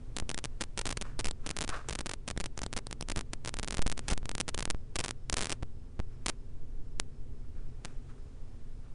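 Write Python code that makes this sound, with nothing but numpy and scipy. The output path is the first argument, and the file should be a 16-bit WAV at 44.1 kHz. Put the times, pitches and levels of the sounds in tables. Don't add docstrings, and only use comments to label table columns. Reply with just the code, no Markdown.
import sys
import numpy as np
from scipy import signal
from scipy.fft import rfft, irfft, next_fast_len
from scipy.io import wavfile

SR = 44100
rng = np.random.default_rng(int(sys.argv[2]) if len(sys.argv) > 2 else 0)


def materialize(psi):
    bounded = np.clip(np.atleast_2d(psi).T, -1, 1)
    quanta = np.round(bounded * 32767).astype(np.int16)
    wavfile.write(sys.argv[1], SR, quanta)


N = 394254
TIME = np.arange(N) / SR
BAND_LIMIT_HZ = 11413


def amp(db):
    return 10 ** (np.asarray(db) / 20)


def unit(x):
    return x / np.sqrt(np.mean(x ** 2) + 1e-20)


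def level(rows):
    return amp(np.interp(TIME, *np.transpose(rows)))


def swells(rows):
    return sum(amp(db) * np.exp(-((TIME - at) / half) ** 2) for at, db, half in rows)


def colour(x, points):
    hz, db = np.transpose(points)
    size = next_fast_len(N + 8192)
    bins = np.fft.rfftfreq(size, 1 / SR)
    response = amp(np.interp(np.log(bins + 1), np.log(hz + 1), db))
    return irfft(rfft(x, size) * response, size)[:N]


def impulses(times, heights):
    return np.bincount(np.clip(np.round(times * SR).astype(int), 0, N - 1), heights, N)


def leak(x, seconds):
    return signal.lfilter([1], [1, -np.exp(-1 / (seconds * SR))], x)


def build_up(x, seconds):
    return leak(x[::-1], seconds)[::-1]


# f/Hz, density level/dB
RUMBLE_SPECTRUM = [(5, -2.5), (14, -2.5), (24, -5), (48, -18.5), (75, -16.5), (90, -22), (125, -19),
                   (165, -31), (210, -35), (240, -27.5), (320, -39), (410, -34.5), (600, -49), (2000, -80)]
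# t/s, level/dB
RUMBLE_LEVELS = [(0, -37), (.35, -38), (.7, -41.5), (1.1, -36.5), (1.5, -39.5), (3, -39), (4, -37),
                 (5, -39), (6.2, -39.5), (6.7, -38), (7.8, -38.5), (8.94, -41)]
def rumble():
    return level(RUMBLE_LEVELS) * unit(colour(rng.standard_normal(N), RUMBLE_SPECTRUM))


# f/Hz, density level/dB
HISS_SPECTRUM = [(100, 2.5), (700, 3), (1200, -1), (2200, -6.5), (4000, -10), (7000, -12), (10000, -14)]
# t/s, level/dB
HISS_LEVELS = [(0, -65.5), (2, -68.5), (4, -68), (5.5, -69), (6.6, -68.5), (7.3, -68.5), (8, -66),
               (8.94, -67)]
def hiss():
    return level(HISS_LEVELS) * unit(colour(rng.standard_normal(N), HISS_SPECTRUM))


# t/s, level/dB, half-width/s
HAND_SHIFTS = [(.17, -35, .06), (1.24, -33, .08), (6.8, -33, .3), (7.55, -38, .3), (8.25, -42, .2)]
# f/Hz, density level/dB
WOBBLE_SPECTRUM = [(2, -4.5), (6, 0), (14, -4.5), (30, -20), (70, -32), (200, -58), (1000, -100)]
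def handling():
    return swells(HAND_SHIFTS) * unit(colour(rng.standard_normal(N), WOBBLE_SPECTRUM))


# t/s, duration/s, spike count, relative level/dB, restrike delay of the first spike/s (0 for none)
STATIC_BURSTS = [(0.166, 0.0044, 2, -18.0, 0.00027), (0.1856, 0.0, 1, -19.5, 0.0),
                 (0.2, 0.0, 1, -18.5, 0.0), (0.2933, 0.0085, 2, -16.5, 0.00034),
                 (0.3145, 0.0, 1, -20.0, 0.0), (0.3449, 0.0, 1, -20.0, 0.00054),
                 (0.3779, 0.0106, 2, -18.5, 0.0), (0.4415, 0.0142, 3, -19.0, 0.00034),
                 (0.6093, 0.0133, 5, -18.0, 0.0006), (0.6384, 0.0, 1, -21.5, 0.0),
                 (0.7763, 0.0189, 5, -17.5, 0.0), (0.8139, 0.0021, 2, -20.0, 0.0),
                 (0.8555, 0.0193, 5, -18.5, 0.0), (0.8921, 0.0206, 4, -19.5, 0.0),
                 (0.9263, 0.0018, 2, -20.0, 0.0), (0.9719, 0.003, 3, -19.5, 0.00045),
                 (1.0131, 0.0106, 3, -19.5, 0.00032), (1.1922, 0.0172, 6, -20.0, 0.00023),
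                 (1.2451, 0.0254, 4, -18.0, 0.00039), (1.2843, 0.0022, 2, -23.0, 0.0),
                 (1.311, 0.0, 1, -20.0, 0.00025), (1.4636, 0.0099, 3, -20.5, 0.0),
                 (1.492, 0.0195, 3, -19.0, 0.0), (1.5665, 0.0049, 2, -18.5, 0.0),
                 (1.5882, 0.0, 1, -16, 0.0), (1.6081, 0.0181, 4, -18.5, 0.0),
                 (1.6397, 0.0079, 3, -22.5, 0.0), (1.6781, 0.0, 1, -23.0, 0.0),
                 (1.6913, 0.0094, 3, -20.5, 0.0), (1.8872, 0.0088, 3, -19.0, 0.00014),
                 (1.9086, 0.0019, 2, -23.5, 0.0), (1.927, 0.0064, 3, -22.0, 0.0),
                 (1.9528, 0.0039, 2, -20.0, 0.0), (1.9895, 0.0034, 2, -20.0, 0.0),
                 (2.0076, 0.0035, 2, -22.0, 0.0), (2.06, 0.0087, 3, -20.5, 0.0),
                 (2.0942, 0.0022, 2, -20.5, 0.0), (2.1137, 0.0026, 2, -21.5, 0.0),
                 (2.1359, 0.0034, 2, -20.5, 0.0), (2.2782, 0.0088, 4, -21.0, 0.00036),
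                 (2.3022, 0.0098, 3, -21.5, 0.0), (2.3759, 0.0, 1, -20.5, 0.00054),
                 (2.4014, 0.0103, 3, -20.0, 0.0), (2.4414, 0.0, 1, -22.0, 0.0),
                 (2.4594, 0.0031, 2, -20.0, 0.0), (2.5771, 0.0, 1, -21.0, 0.00016),
                 (2.5913, 0.0, 1, -22.5, 0.0), (2.618, 0.0, 1, -20.5, 0.00016),
                 (2.6336, 0.0046, 3, -21.5, 0.0), (2.6637, 0.0, 1, -22.5, 0.00025),
                 (2.729, 0.0076, 2, -19.5, 0.0), (2.7652, 0.0227, 5, -20.5, 0.0),
                 (2.8692, 0.0, 1, -23.0, 0.00023), (2.9114, 0.0, 1, -25.0, 0.0), (2.9279, 0.0, 1, -20, 0.0),
                 (3.0102, 0.0, 1, -20.0, 0.0002), (3.0253, 0.0, 1, -23.5, 0.00036),
                 (3.0867, 0.0, 1, -21.5, 0.0), (3.0993, 0.0033, 2, -21.0, 0.0),
                 (3.1174, 0.0031, 2, -21.0, 0.0), (3.1614, 0.0, 1, -19.0, 0.0),
                 (3.1743, 0.0042, 2, -21.0, 0.0), (3.1919, 0.0, 1, -19.5, 0.0),
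                 (3.2103, 0.0, 1, -21.5, 0.0), (3.3339, 0.003, 2, -19.0, 0.0),
                 (3.449, 0.0109, 2, -21.5, 0.0), (3.4754, 0.0172, 4, -19.5, 0.0),
                 (3.5411, 0.0, 1, -18.5, 0.0), (3.569, 0.0, 1, -26, 0.0), (3.5884, 0.0082, 2, -19.0, 0.0),
                 (3.6308, 0.0151, 3, -19.5, 0.0), (3.6766, 0.0075, 2, -19.5, 0.0),
                 (3.7082, 0.0, 1, -17.5, 0.0), (3.7248, 0.0235, 4, -21.0, 0.0),
                 (3.7708, 0.0, 1, -19.0, 0.0), (3.7827, 0.0, 1, -21.0, 0.0),
                 (3.8194, 0.0049, 2, -18.0, 0.0), (3.8675, 0.0098, 2, -16.5, 0.0),
                 (3.8991, 0.0, 1, -20.5, 0.0), (3.9172, 0.0076, 2, -19.0, 0.0), (3.978, 0.0, 1, -22.5, 0.0),
                 (3.9927, 0.0, 1, -20.0, 0.0), (4.0829, 0.0364, 9, -18.0, 0.0),
                 (4.1324, 0.0028, 2, -20.0, 0.0), (4.1776, 0.0, 1, -22.5, 0.0),
                 (4.2566, 0.0, 1, -24.0, 0.0), (4.2932, 0.0, 1, -17, 0.0), (4.315, 0.0, 1, -22.0, 0.0),
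                 (4.3519, 0.0, 1, -18.5, 0.0), (4.3813, 0.0, 1, -19.5, 0.0),
                 (4.4015, 0.0102, 3, -15.0, 0.0), (4.481, 0.0128, 5, -19.0, 0.0),
                 (4.5453, 0.0017, 2, -20.0, 0.0), (4.5778, 0.0, 1, -19.0, 0.0),
                 (4.5895, 0.0047, 2, -20.5, 0.0), (4.6064, 0.0, 1, -20.0, 0.0),
                 (4.6259, 0.0019, 2, -18.5, 0.0), (4.6544, 0.0, 1, -14.5, 0.0),
                 (4.7021, 0.0064, 2, -13.5, 0.0), (4.9572, 0.0078, 4, -17.0, 0.0),
                 (4.9883, 0.0224, 8, -18.0, 0.00039), (5.0407, 0.0203, 4, -17.0, 0.0),
                 (5.0824, 0.0087, 2, -19.0, 0.0), (5.109, 0.0, 1, -15.5, 0.0), (5.2986, 0.0, 1, -13.0, 0.0),
                 (5.3268, 0.0031, 2, -14.5, 0.00016), (5.342, 0.0, 1, -14.0, 0.0),
                 (5.3683, 0.0241, 6, -17.5, 0.0), (5.4083, 0.0252, 5, -16.0, 0.0),
                 (5.4452, 0.0, 1, -19.0, 0.0), (5.4568, 0.0, 1, -17.0, 0.0), (5.4703, 0.0, 1, -19.5, 0.0),
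                 (5.496, 0.0099, 3, -17.5, 0.0), (5.5184, 0.0102, 3, -17.0, 0.0),
                 (6.2617, 0.004, 3, -14.5, 0.0), (6.2837, 0.015, 4, -14.5, 0.0), (6.999, 0.0, 1, -8.5, 0.0),
                 (7.8492, 0.0058, 2, -21.5, 0.0)]
def discharges(max_spikes=12, gap_spread_db=6, later_db=-2.1, later_spread_db=1.8,
               restrike_chance=.22, restrike_s=.00033):
    gaps, heights = rng.standard_normal((len(STATIC_BURSTS), max_spikes, 2)).T
    lucks, delays = rng.random((len(STATIC_BURSTS), max_spikes, 2)).T
    spikes = []
    for i, (start, length, count, db, first_delay) in enumerate(STATIC_BURSTS):
        k = np.arange(round(count))
        later = k > 0
        place = np.cumsum(later * amp(gap_spread_db * gaps[k, i]))
        times = start + length * place / (place[-1] + 1e-9)
        levels = db + later * (later_db + later_spread_db * np.clip(heights[k, i], -2, 2))
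        later_delay = restrike_s * (.5 + delays[k, i]) * (lucks[k, i] < restrike_chance)
        spikes.append([times, levels, np.where(later, later_delay, first_delay)])
    return np.hstack(spikes)


def strikes(times, height, delay, shares=(.88, .68, .3)):
    split = height * (delay > 0)
    first = impulses(times, height - (1 - shares[0]) * split)
    second = impulses(times + delay, shares[1] * split)
    third = impulses(times + 2 * delay, shares[2] * split)
    return first + second + third


# f/Hz, gain/dB
STATIC_SPECTRUM = [(30, -3.5), (200, 3.5), (600, 2), (1500, 2.5), (3000, 2.5), (6000, 3.5), (10000, 5)]
def static(times, db, delay, spike_gain_db=4.1, sharp_above_db=-12, blunt_range_db=22,
           sag_db=-36, sag_spread_db=5, sag_eases_above_db=-19):
    blunt_scatter, sag_scatter = rng.uniform(-1, 1, (len(times), 2)).T
    charge = .033 * build_up(impulses(times, amp(db)), seconds=.00091)
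    bluntness = np.clip((sharp_above_db - db) / blunt_range_db + .25 * blunt_scatter, 0, 1)
    sharp = build_up(strikes(times, amp(db) * (1 - bluntness), delay), seconds=.000024)
    blunt = build_up(strikes(times, amp(db) * bluntness, delay), seconds=.00007)
    spikes = amp(spike_gain_db) * (sharp + .66 * blunt)
    depth = amp(sag_db - np.maximum(db - sag_eases_above_db, 0) + sag_spread_db * sag_scatter)
    sag = leak(impulses(times + delay, depth), seconds=.0056)
    return colour(spikes + charge - sag, STATIC_SPECTRUM)


def ticks(times, tick_db=-36, spread_db=4, scatter_s=.003, chance=.5):
    offset, size = np.clip(rng.standard_normal((len(times), 2)), -2, 2).T
    heights = amp(tick_db + spread_db * size) * (rng.random(len(times)) < chance)
    return build_up(impulses(times + scatter_s * (offset + .5), heights), seconds=.00007)


# t/s, level/dB, half-width/s
FRYING_SPELLS = [(0.89, -58, 0.025), (2.772, -41, 0.0059), (2.789, -39.5, 0.0028), (3.178, -48, 0.012),
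                 (3.783, -62, 0.023), (4.11, -45.5, 0.022), (5.046, -46, 0.013), (5.386, -44, 0.014),
                 (5.423, -47.5, 0.019), (5.51, -53.5, 0.039), (6.291, -42, 0.01)]
def fizz(times, fizz_db=-53.5, grain_db=3, dull_hz=2200):
    triggers = impulses(times, np.ones(len(times)))
    envelope = np.sqrt(build_up(triggers, seconds=.0023) + leak(triggers, seconds=.0033))
    grains = rng.standard_normal(N) * amp(grain_db * np.minimum(rng.exponential(1, N), 5))
    fizzing = unit(colour(grains, [(150, 7), (dull_hz, 0), (BAND_LIMIT_HZ, -7)]))
    frying = unit(colour(grains, [(150, 6), (dull_hz, 0), (4000, -8), (BAND_LIMIT_HZ, -13)]))
    return amp(fizz_db) * envelope * fizzing + swells(FRYING_SPELLS) * frying


# t/s, time to the drop/s, rise/full scale, drop/full scale, edge time/s
BIAS_JUMPS = [(.2, 0.024, .005, 0.054, .00022), (2.3643, .0122, 0.029, 0.04, .00005),
              (3.1704, 0.013, 0.051, 0.056, .00007), (3.7927, 0.071, .12, .11, .00002),
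              (4.1164, .0082, .055, .11, .00007), (4.22, .0105, .005, .021, .00004),
              (4.6768, .0702, .05, 0.056, .00007), (5.33, .0094, 0.057, 0.061, .00007),
              (5.626, .0048, 0.035, 0.063, .00002), (5.9935, 0.0071, .043, .08, .000032)]
def pops(drain_s=.064):
    t = np.arange(SR // 2) / SR
    out = np.zeros(N + len(t))
    for start, held, rise, drop, edge_s in BIAS_JUMPS:
        step = np.exp(-t / drain_s) - np.exp(-t / edge_s)
        out[round(start * SR):][:len(t)] += rise * step
        out[round((start + held) * SR):][:len(t)] -= drop * step
    return out[:N]


def crunch(spectrum, grains_per_s, grain_db, rub):
    sizes = rng.choice([-1, 1], N) * amp(grain_db * np.minimum(rng.exponential(1, N), 4))
    grains = unit(sizes * (rng.random(N) < grains_per_s / SR))
    return unit(colour(grains + rub * rng.standard_normal(N), spectrum))


# f/Hz, gain/dB
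SOLE_SPECTRUM = [(100, -26), (450, -12), (690, -5.5), (850, -10.5), (1100, -2.5), (1300, 0), (1550, -3),
                 (1840, -7), (2060, -25), (2400, -15), (3200, -28), (3800, -21.5), (10000, -42)]
# f/Hz, gain/dB
SAND_SPECTRUM = [(100, 0), (400, 6), (900, -2.5), (2400, -1.5), (3200, -7.5), (4200, -10), (6000, -10),
                 (10000, -15)]
# t/s at the peak, level/dB, fall time/s, sole's share of the power (0-1)
SHOE_SCUFFS = [(1.06, -52, 0.053, .64), (1.461, -56.5, 0.082, .54), (1.702, -40, .013, .7),
               (1.728, -35, .009, .97), (1.743, -35, .009, 0.91), (1.766, -42, 0.033, 0.75),
               (1.86, -63.5, .14, .4), (4.04, -61, 0.082, 0), (6.125, -68, .06, .2), (6.23, -70, .04, .3),
               (6.322, -66, .03, .3), (7.445, -70, .02, .9), (7.575, -64, .05, .7), (7.87, -60, .07, 0.1),
               (8.098, -59, 0.028, 0.7), (8.183, -64, .012, .9), (8.85, -65.5, .03, .8)]
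def scuffs(rise_per_fall=.39):
    sole = crunch(SOLE_SPECTRUM, grains_per_s=450, grain_db=4.5, rub=.72)
    sand = crunch(SAND_SPECTRUM, grains_per_s=1500, grain_db=1.5, rub=.8)
    out = np.zeros(N)
    for peak_s, db, fall, share in SHOE_SCUFFS:
        rise = rise_per_fall * fall
        near = slice(max(0, round((peak_s - 4 * rise) * SR)), round((peak_s + 4 * fall) * SR))
        t = TIME[near] - peak_s
        force = amp(db) * np.exp(-np.maximum(-t / rise, t / fall) ** 1.1)
        out[near] += force * (np.sqrt(share) * sole[near] + np.sqrt(1 - share) * sand[near])
    return out


# t/s, duration/s
CRICKET_TRILLS = [(4.7, .16), (5.13, .16), (5.682, .22), (6, .2), (6.34, 0.15), (6.8, .18), (7.1, .14),
                  (7.3, .16), (7.58, .18), (8.16, .16), (8.4, 0.22), (8.68, .16)]
def cricket(pitch_hz=5200, half_band_hz=90, level_db=-84.3):
    gate = sum(np.sin(np.pi * np.clip((TIME - start) / length, 0, 1)) for start, length in CRICKET_TRILLS)
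    lowpass = signal.butter(3, half_band_hz, fs=SR, output="sos")
    blur = signal.sosfilt(lowpass, rng.standard_normal((2, N)))
    phase = 2 * np.pi * pitch_hz * TIME
    band = unit(blur[0] * np.sin(phase) + blur[1] * np.cos(phase))
    return amp(level_db) * np.sqrt(abs(gate)) * band


def scene():
    times, db, delay = discharges()
    crackle = static(times, db, delay) + ticks(times) + fizz(times) + pops()
    background = scuffs() + rumble() + hiss() + handling() + cricket()
    return (crackle + background)[None]


# f/Hz, gain/dB
TREBLE_ROLL_OFF = [(20, 0), (10000, 0), (10300, -15), (10800, -29), (11400, -39), (13000, -58)]
def record(dry):
    lowpass = signal.butter(12, 11000, fs=SR, output="sos")
    ringing = signal.sosfilt(lowpass, colour(dry[0], TREBLE_ROLL_OFF))
    band_limit = signal.firwin(301, BAND_LIMIT_HZ, window=("kaiser", 6), fs=SR)
    return signal.oaconvolve(ringing, band_limit, "same")[None]


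dry = scene()
out = record(dry)
materialize(out)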